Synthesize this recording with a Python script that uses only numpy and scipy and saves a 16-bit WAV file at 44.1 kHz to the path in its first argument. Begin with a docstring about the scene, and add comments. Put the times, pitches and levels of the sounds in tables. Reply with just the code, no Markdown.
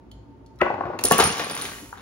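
"""A quiet room hums (shaped noise) and a second marble ticks on the side rail (noise cracks and rings).
After a short noise swell a steel marble lands on a wooden lane, bounces and rolls away from a phone.
It knocks down small metal pins: noise cracks, thuds in the back box, clatter and rings near 9.6 kHz (fading tones).
A thin high hiss (shaped noise) lies under the end of the clatter, and one dull tock (fading tones) follows.
Two microphone ports hear it all with different phase, along with the room's echo."""
import sys
import numpy as np
from scipy import signal
from scipy.fft import rfft, irfft, next_fast_len
from scipy.io import wavfile

SR = 44100
rng = np.random.default_rng(int(sys.argv[2]) if len(sys.argv) > 2 else 0)


def wrap_up_sound(samples):
    """Save the sound to the file named by the first command line argument, as 16-bit audio."""
    columns = np.atleast_2d(samples).T
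    # keep every value between -1 and 1, then stretch to whole-number steps
    tamed = np.clip(columns, -1, 1)
    steps = np.round(tamed * 32767).astype(np.int16)
    wavfile.write(sys.argv[1], SR, steps)


def gain_from_db(level_db):
    """Turn a decibel level (scalar or array-like) into a linear amplitude factor."""
    decades = np.asarray(level_db, float) / 20
    return 10 ** decades


N = 88817
T = np.arange(N) / SR  # time of every sample, in s

# In these tables, t60_s is the time a sound takes to fall by 60 dB.
# steady room hum: overall tone colour (pitch_hz, level_db)
HUM_COLOUR = [(15, -61.5), (25, -30.5), (44, 5), (123, 4), (145, -6.5), (285, -1.5), (317, -45),
              (363, -38.5), (394, -9.5), (911, -17), (1650, -28.5), (16000, -57)]
# narrow bands in the hum (pitch_hz, width_hz, level_db, waver_db)
HUM_BANDS = [(57.3, 5.2, -43, 1.5), (107, 36, -56, -3.5), (281.5, 16.4, -56.5, 3.5), (362, 44, -60, 0),
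             (900, 18, -63, 2)]
# how alike left and right hum are; below 0 counts as 0 (pitch_hz, likeness from 0 to 1)
HUM_ALIKE = [(60, 0.7), (130, 1), (290, 0.33), (640, 0.07), (1410, -0.16), (3100, 0.08), (6820, -0.18),
             (15000, 0.22)]
# second marble on the side rail (start_s, level_db, pitch_hz)
RAIL_TICKS = [(0.1141, -39, 3100), (0.304, -64.5, 3220), (0.462, -47.5, 4390), (0.558, -55, 5900),
              (0.588, -45.5, 3940)]
# tones in a rail tick (multiple of its pitch, level_db, t60_s)
TICK_TONES = [(1, -4, 0.066), (1.419, -5, 0.034), (2.2, -11, 0.025)]
# tone colour of the noise swell before the first bounce (pitch_hz, level_db)
LEAD_IN_COLOUR = [(700, -35), (1300, 7), (1550, -11), (1900, 1), (3500, -22.5), (6000, -58)]
# loudness of the rolling marble over time (time_s, level_db)
ROLL_LEVEL = [(.614, -20), (.63, -34.5), (.68, -39), (.75, -42.5), (.85, -40), (.95, -42), (1.05, -43)]
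# tones the lane board rings with (pitch_hz, level_db, t60_s)
LANE_TONES = [(376.8, -6, 0.077), (480, -9, 0.06), (522, -5.5, 0.045), (601.6, 0, 0.036), (760, 0, 0.029),
              (861, 2, 0.025), (953, 2, 0.024), (1100, 2.5, 0.056), (1140, -20, 0.03), (1460, 2.5, 0.076),
              (1549, 4, 0.072), (1957, 4.5, 0.015), (1920, -22.5, 0.0093), (2567, -1.5, 0.014),
              (2910, -25, 0.033), (2300, -7.5, 0.022)]
# tone colour of the noisy part of a lane contact (pitch_hz, level_db)
LANE_GRIT = [(300, 9), (1000, 9.5), (2500, -10), (3500, -22), (4700, -24.5), (7000, -37), (10000, -43.5),
             (16000, -35.5)]
# marble bounces on the lane (start_s, level_db, contact_ms, favoured_pitch_hz, grit_level_db)
BOUNCES = [(0.6157, -7.5, 0.085, 2300, -15.5), (0.6165, -6.5, 0.27, 480, -37),
           (0.6204, -36, 0.56, 507, -43), (0.6635, -14, 0.21, 918, -13.5), (0.7015, -19, 0.27, 770, -13.5),
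           (.710, -22, 0.26, 607, -42), (.7195, -27, 0.36, 760, -34), (.740, -20, 0.48, 836, -14),
           (.778, -24, 0.17, 760, -37), (0.8072, -15, 0.36, 813, -16.5), (0.8351, -21.5, 0.19, 1017, -32),
           (0.854, -39, 0.15, 1000, -16.5), (.873, -30, 0.33, 800, -49), (0.900, -22.5, 0.42, 700, -26.5),
           (0.919, -37.5, 0.28, 700, -39), (.933, -28.5, 0.21, 1100, -35)]
# hard cracks of marble and pins meeting (start_s, level_db, pitch_hz)
CRACKS = [(0.9894, -17, 2300), (0.995, -42, 3000), (1.01, -28, 8000), (1.0376, -3, 8640),
          (1.0531, -3.5, 6940), (1.084, -38, 6870), (1.11, -6.5, 6640), (1.119, -1.5, 9060),
          (1.1809, -5, 14000), (1.1887, -10, 9100), (1.213, -28, 2530), (1.223, -13, 2530),
          (1.239, -17.5, 7100), (1.381, -21, 5400), (1.395, -11.5, 1820), (1.4794, -25, 5700),
          (1.497, -18, 4240), (1.512, -42, 1980), (1.551, -22, 9100), (1.5752, -18, 2940),
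          (1.594, -24, 4240), (1.613, -17, 3860), (1.6523, -17.5, 3000)]
# short body tones of a pin knocking on wood (pitch_hz, level_db, t60_s)
PIN_BODY = [(1100, 3, 0.022), (1820, 11.5, 0.01), (2300, -3.5, 0.018), (2912, 4, 0.028), (3650, -5, 0.025),
            (4240, -9, 0.067), (4824, -5, 0.035), (5646, -4.5, .025), (6540, -1, 0.015)]
# blows on the back box (start_s, level_db, contact_ms, favoured_pitch_hz)
THUDS = [(0.9917, -27.5, 0.4, 850), (1.0434, -21.5, 0.89, 480), (1.047, -14, 0.56, 480),
         (1.1104, -3.5, 0.13, 696), (1.113, -14, 1.02, 197), (1.119, -13.5, 0.47, 500),
         (1.187, -8, 0.25, 900), (1.198, -14, 0.48, 630), (1.203, -10.5, 0.21, 500),
         (1.214, -18, 0.32, 1160), (1.227, -17.5, 0.15, 780), (1.222, -22.5, 1.7, 65),
         (1.242, -49, 0.17, 610), (1.248, -15, 1, 100), (1.262, -24, 1.11, 206), (1.282, -30.5, 0.71, 110),
         (1.299, -23.5, 0.59, 190), (1.315, -50, 0.22, 240), (1.3964, -20.5, 0.18, 503),
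         (1.467, -25, 0.17, 710), (1.514, -38, 0.42, 1000), (1.819, -39, 1.24, 289),
         (1.829, -42.5, 1.2, 290), (1.576, -38, 0.15, 1800), (1.655, -38, 0.26, 1310)]
# tones the back box rings with (pitch_hz, level_db, t60_s)
BOX_TONES = [(65, -39, 0.088), (98, -3, 0.063), (190, -6, 0.037), (264, -15, 0.092), (308.4, -17, 0.12),
             (476, 5, 0.025), (630, -0.5, 0.019), (728, 2, 0.043), (902, -2.5, 0.039), (1000, -5.5, 0.065),
             (1087, 1.5, 0.034), (1226, 0, 0.14), (1420, -2.5, 0.045), (1602, 2, 0.021), (1825, 4.5, 0.09),
             (2300, -20, 0.021)]
# loudness of pins tumbling and rolling over time (time_s, level_db)
CLATTER_LEVEL = [(1.036, -38.5), (1.05, -36), (1.10, -38), (1.125, -21.5), (1.17, -34), (1.2, -17.5),
                 (1.25, -26), (1.3, -34), (1.4, -33), (1.55, -36.5), (1.66, -38), (1.75, -44),
                 (1.85, -54.5), (1.93, -57.5), (2.014, -48.5)]
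# tone colour of the clatter noise (pitch_hz, level_db)
CLATTER_COLOUR = [(80, -30), (150, 2), (300, 1.5), (700, 1.5), (1500, 0.5), (3000, -3.5), (5000, -10.5),
                  (7000, -15), (11000, -17), (15500, -18.5), (16500, -16.5)]
# tones a metal pin rings with (pitch_hz, level_db, t60_s)
PIN_TONES = [(9571, 0, 0.11), (8720, -24, 0.012), (9545, -5, 0.09), (9800, -22, 0.02), (9620, -7, .07),
             (6500, -11, 0.01), (10900, -14, 0.012), (15100, -8, .012)]
# single pin rings (start_s, level_db)
PIN_RINGS = [(1.0378, -18.5), (1.0505, -10), (1.069, -20.5), (1.084, -18.5), (1.1095, -28), (1.12, -37),
             (1.151, -35), (1.1817, -17.5), (1.196, -17.5), (1.213, -44), (1.239, -12), (1.249, -19),
             (1.273, -19), (1.304, -33), (1.345, -41), (1.385, -40), (1.415, -37), (1.444, -28.5),
             (1.511, -27), (1.5505, -25.5), (1.597, -39), (1.6205, -22)]
# loudness of the thin high hiss over time (time_s, level_db)
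HISS_LEVEL = [(1.55, -46), (1.72, -43), (1.9, -53), (1.94, -56), (2.014, -86)]
# tone colour of that hiss (pitch_hz, level_db)
HISS_COLOUR = [(2000, -19.5), (5000, -2), (8000, 7), (15500, 1.5)]
# one dull tock (start_s, level_db)
TOCK = [(1.9277, -25)]
# tones in the tock (pitch_hz, level_db, t60_s)
TOCK_TONES = [(760, -9, 0.14), (937, 5.5, 0.042), (1160, 1, 0.025), (1430, 17, 0.01), (1590, -16, 0.0099)]
# how long the room's echo lasts (pitch_hz, t60_s)
ROOM_T60 = [(100, 0.34), (500, 0.33), (2000, 0.41), (6000, 0.63), (12000, 0.12)]
# how alike left and right echo are (pitch_hz, likeness from 0 to 1)
ROOM_ALIKE = [(100, 0.99), (300, 0.8), (800, 0.11), (2000, 0.02), (8000, 0)]
# phase lead of the first port over the second (pitch_hz, phase_rad)
PORT_PHASE = [(100, 0), (500, 0.5), (1800, 1.44), (4000, 1.51), (9600, 1.84), (15000, 1.8)]
# level of the first port over the second (pitch_hz, level_db)
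PORT_BALANCE = [(100, 1.5), (300, 2.5), (700, 5), (1500, 4), (4000, -2), (8000, -0.5), (15000, 1)]
# treble dips and top cut of the finished sound (pitch_hz, level_db)
FINAL_COLOUR = [(7300, 0.5), (8000, -9.5), (8800, -16.5), (9300, 3), (12000, 2), (12800, -12), (14000, -3),
                (14800, -11), (15700, 7), (16200, -49)]


def table(points, hz):
    """Reads a value at each pitch from (pitch, value) points on a log pitch axis."""
    p = np.array(points, float)
    return np.interp(np.log(np.maximum(hz, 1)), np.log(p[:, 0]), p[:, 1])


def curve(rows):
    """Turns (time, dB) rows into a gain over time, practically silent outside them."""
    p = np.array(rows, float)
    return gain_from_db(np.interp(T, p[:, 0], p[:, 1], left=-120, right=-120))


def unit(x):
    """Scales a sound to an rms (average strength) of 1."""
    return x / np.sqrt(np.mean(x ** 2))


def colour(x, points):
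    """Filters a sound by (pitch, dB) points."""
    n = x.shape[-1]
    return irfft(rfft(x) * gain_from_db(table(points, np.fft.rfftfreq(n, 1 / SR))), n)


def fade(t, t60):
    """Natural dying away: the level falls 60 dB in t60 seconds."""
    return np.exp(-np.log(1000) * t / t60)


def pair(size, alike):
    """Left and right noise, mixed from shared and opposite parts to be more or less alike at each pitch."""
    likeness = np.clip(table(alike, np.fft.rfftfreq(size, 1 / SR)), 0, 1)
    mid, side = rfft(rng.standard_normal((2, size)))
    mid, side = mid * np.sqrt(1 + likeness), side * np.sqrt(1 - likeness)
    return irfft(np.array([mid + side, mid - side]) / 2, size)


def favour(tones, hz, db, width_oct):
    """Extra dB for the tones near the pitch a blow favours."""
    return db * np.exp(-(np.log2(np.array(tones)[:, :1] / hz) / width_oct) ** 2)


def ring(tones, contact_ms, extra_db=0, spread=0.042, scatter_db=2, size=SR // 4):
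    """One blow, peak 1: fading tones, slightly random in pitch and level; a longer contact dulls them."""
    rise_s = 0.00027
    hz, db, t60 = np.array(tones, float).T[:, :, None]
    t = T[:size]
    level_luck, pitch_luck = rng.standard_normal((2, len(hz), 1))
    sign = (-1.) ** np.arange(len(hz))[:, None]  # neighbouring tones start in opposite directions
    gain = sign * gain_from_db(db + extra_db + scatter_db * level_luck)
    waves = np.sin(2 * np.pi * hz * (1 + spread * pitch_luck) * t)
    body = (1 - np.exp(-t / rise_s)) * np.sum(gain * waves * fade(t, t60), 0)
    # the contact is a smooth bell-shaped push
    push = np.exp(-.5 * ((T[:300] * 1000 - 1.5 * contact_ms) / (.5 * contact_ms + 1e-3)) ** 2)
    y = signal.fftconvolve(body, push)
    return y / np.abs(y).max()


def burst(points, t60):
    """A short noise crack with a quick rise and a fade; peak roughly 1."""
    t, rise_s = T[:4096], .0007
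    noise = unit(colour(rng.standard_normal(4096), points))
    return noise * fade(t, t60) * (1 - np.exp(-t / rise_s)) / 2


def add(out, s, y):
    """Mixes y in at s seconds."""
    i = int(s * SR)
    out[i:i + len(y)] += y[:len(out) - i]


def grains(per_s, scatter_db):
    """Random clicks of uneven but bounded size; rms 1."""
    hit = rng.random(N) < per_s / SR
    sign = np.sign(rng.standard_normal(N))
    size = gain_from_db(scatter_db * np.minimum(rng.exponential(size=N), 3))
    return unit(hit * sign * size)


def ring_clicks(clicks, body):
    """Lets every click set off the same ring, scaled to unit energy."""
    return signal.fftconvolve(clicks, body / np.linalg.norm(body))[:N]


def patter(clicks, points, t60):
    """Coloured noise that jumps up at every click and fades, like many small puffs."""
    puff = fade(T[:2048], t60)
    power = signal.fftconvolve(clicks ** 2, puff ** 2 / np.sum(puff ** 2))[:N]
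    shape = np.sqrt(np.maximum(power, 0))
    y = colour(shape * rng.standard_normal(N), points)
    return y * np.linalg.norm(shape) / np.linalg.norm(y)


def pin_knock(hz, contact_ms, size=SR // 4):
    """A pin knocks on wood: its short body tones ring, strongest near one pitch."""
    return ring(PIN_BODY, contact_ms, favour(PIN_BODY, hz, 23.5, .25), spread=0.0284, size=size)


def hum():
    """Steady room noise with a few narrow bands whose loudness wavers, the same in both ports."""
    hum_db, waver_s = -47.5, .06
    out = gain_from_db(hum_db) * unit(colour(pair(N, HUM_ALIKE), HUM_COLOUR))
    f = np.fft.rfftfreq(N, 1 / SR)
    for hz, width, db, waver_db in HUM_BANDS:
        waver = unit(irfft(rfft(rng.standard_normal(N)) * np.exp(-(f * waver_s) ** 2), N))
        band = unit(irfft(rfft(rng.standard_normal(N)) * np.exp(-((f - hz) / width) ** 2), N))
        out = out + gain_from_db(db + waver_db * waver) * band
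    return out


def rail_ticks():
    """A second marble ticks along the side rail: faint noise cracks, each with a softer ring."""
    ring_db = -10  # against the crack
    out = np.zeros(N)
    for s, db, hz in RAIL_TICKS:
        add(out, s, gain_from_db(db) * burst([(hz / 4, -30), (hz, 0), (hz * 2, -8), (16000, -14)], t60=0.026))
        tones = np.array(TICK_TONES) * [hz, 1, 1]
        add(out, s, gain_from_db(db + ring_db) * ring(tones, 0.042, spread=0.0056))
    return out


def lead_in():
    """A short noise swell, mostly 1 to 2 kHz, that stops just before the first bounce."""
    stop_s, rise_s, level_db = .6145, 0.005, -22.5
    noise = unit(colour(rng.standard_normal(N), LEAD_IN_COLOUR))
    return gain_from_db(level_db) * noise * np.exp(-np.abs(T - stop_s) / rise_s) * (T < stop_s)


def rolling():
    """The marble rolls: many tiny bumps ring the board and stir up gritty noise."""
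    grit_db = 3  # against the bumps
    bumps = grains(per_s=900, scatter_db=2.5) * curve(ROLL_LEVEL)
    rung = ring_clicks(bumps, ring(LANE_TONES, contact_ms=.55))
    return rung + gain_from_db(grit_db) * patter(bumps, LANE_GRIT, t60=0.029)


def bounces():
    """Each bounce rings the lane board, with a gritty noise edge."""
    out = np.zeros(N)
    for s, db, ms, hz, grit_db in BOUNCES:
        extra = favour(LANE_TONES, hz, 18, .55)
        add(out, s, gain_from_db(db) * ring(LANE_TONES, ms, extra, spread=.012))
        add(out, s, gain_from_db(grit_db) * burst(LANE_GRIT, t60=0.029))
    return out


def cracks():
    """Marble and pins meet hard: a noise crack around one pitch, with a softer pin knock."""
    knock_db = -18  # against the crack
    out = np.zeros(N)
    for s, db, hz in CRACKS:
        shape = [(hz / 16, -56), (hz / 2, -7), (hz, 0), (hz * 16, -28)]
        add(out, s, gain_from_db(db) * burst(shape, t60=0.021))
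        add(out, s, gain_from_db(db + knock_db) * pin_knock(hz, 0.046))
    return out


def thuds():
    """Marble and pins hit the back box, and each blow rings its wide, dull tones."""
    out = np.zeros(N)
    for s, db, ms, hz in THUDS:
        add(out, s, gain_from_db(db) * ring(BOX_TONES, ms, favour(BOX_TONES, hz, 10, 1.2), spread=0.044))
    return out


def clatter():
    """Pins tumble: dense knocks stir up noise and faintly ring the metal, the ring ending near 1.7 s."""
    ring_db, stop_s, stop_fade_s = -29, 1.7, .05
    knocks = grains(per_s=700, scatter_db=3.5) * curve(CLATTER_LEVEL)
    ringing_knocks = knocks / (1 + np.exp((T - stop_s) / stop_fade_s))
    bell = ring(PIN_TONES[:5], 0.048, spread=0.0012)
    return patter(knocks, CLATTER_COLOUR, t60=.02) + gain_from_db(ring_db) * ring_clicks(ringing_knocks, bell)


def pin_rings():
    """Single pins ring: a very short contact sets off their high tones."""
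    out = np.zeros(N)
    for s, db in PIN_RINGS:
        add(out, s, gain_from_db(db) * ring(PIN_TONES, 0.033, spread=0.0012, scatter_db=3))
    return out


def rattle():
    """Sparse small knocks at random times, each favouring a random body tone of a pin."""
    per_s, scatter_db = 110, 4
    out, gain = np.zeros(N), curve(CLATTER_LEVEL)
    times = np.cumsum(rng.exponential(1 / per_s, 400)) + CLATTER_LEVEL[0][0]
    for s in times[times < T[-1]]:
        hz = PIN_BODY[rng.integers(len(PIN_BODY))][0]
        loudness = gain_from_db(scatter_db * min(rng.exponential(), 3)) * gain[int(s * SR)]
        add(out, s, loudness * pin_knock(hz, 0.057, size=2048))
    return out


def hiss():
    """A thin, fading high hiss under the end of the clatter, made of coloured noise."""
    return curve(HISS_LEVEL) * unit(colour(rng.standard_normal(N), HISS_COLOUR))


def tock():
    """One dull tock: a blow on a few quickly fading tones."""
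    out = np.zeros(N)
    for s, db in TOCK:
        add(out, s, gain_from_db(db) * ring(TOCK_TONES, contact_ms=.3))
    return out


def room(x):
    """The room's echo: a noise tail that lasts longest near 6 kHz and dies fastest at the very top."""
    level_db, rise_s = -5.5, 0.0016
    f, t, z = signal.stft(pair(SR // 2, ROOM_ALIKE), SR, nperseg=512)
    tail = signal.istft(z * fade(t, table(ROOM_T60, f)[:, None]), SR)[1]
    # the tail waits for half the rise time, then rises in a straight line
    tail = tail * np.clip(np.arange(tail.shape[1]) / SR / rise_s - .5, 0, 1)
    return gain_from_db(level_db) * signal.fftconvolve(x[None], tail / np.linalg.norm(tail[0]), axes=1)[:, :N]


def ports(x):
    """Each port hears the direct sound with its own phase and level, half the gap going to each."""
    size = next_fast_len(N + SR // 10)
    f = np.fft.rfftfreq(size, 1 / SR)
    half = gain_from_db(table(PORT_BALANCE, f) / 2) * np.exp(.5j * table(PORT_PHASE, f))
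    return irfft(rfft(x, size) * np.array([half, 1 / half]), size)[:, :N]


def scene():
    """Direct sound and room echo for every source, over the hum, with a small left gain on the lane."""
    lane_room_db = -0.5
    background = hum()
    rail = rail_ticks()
    lane = lead_in() + rolling() + bounces()
    pins = cracks() + thuds() + clatter() + pin_rings() + rattle() + hiss()
    far = rail + pins + tock()
    pan = gain_from_db(np.array([[.5], [-.5]]))  # left and right, in dB
    return pan * (ports(lane) + gain_from_db(lane_room_db) * room(lane)) + ports(far) + room(far) + background


def low_pass(x):
    """Removes everything above the highest recorded frequency."""
    return signal.sosfilt(signal.butter(12, 16800, fs=SR, output="sos"), x)


def record(dry):
    """The phone rounds the loudest peaks and cuts the deepest bass; the sound has three treble dips and a cut top."""
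    ceiling, low_cut_hz = 1.2, 112
    rounded = ceiling * np.tanh(dry / ceiling)
    padded = np.pad(rounded, ((0, 0), (0, SR // 10)))  # keeps the filter from wrapping round
    coloured = colour(padded, FINAL_COLOUR)[:, :N]
    low_cut = signal.butter(2, low_cut_hz, "high", fs=SR, output="sos")
    finished = signal.sosfilt(low_cut, coloured)
    return low_pass(finished)


dry = scene()
out = record(dry)
wrap_up_sound(out)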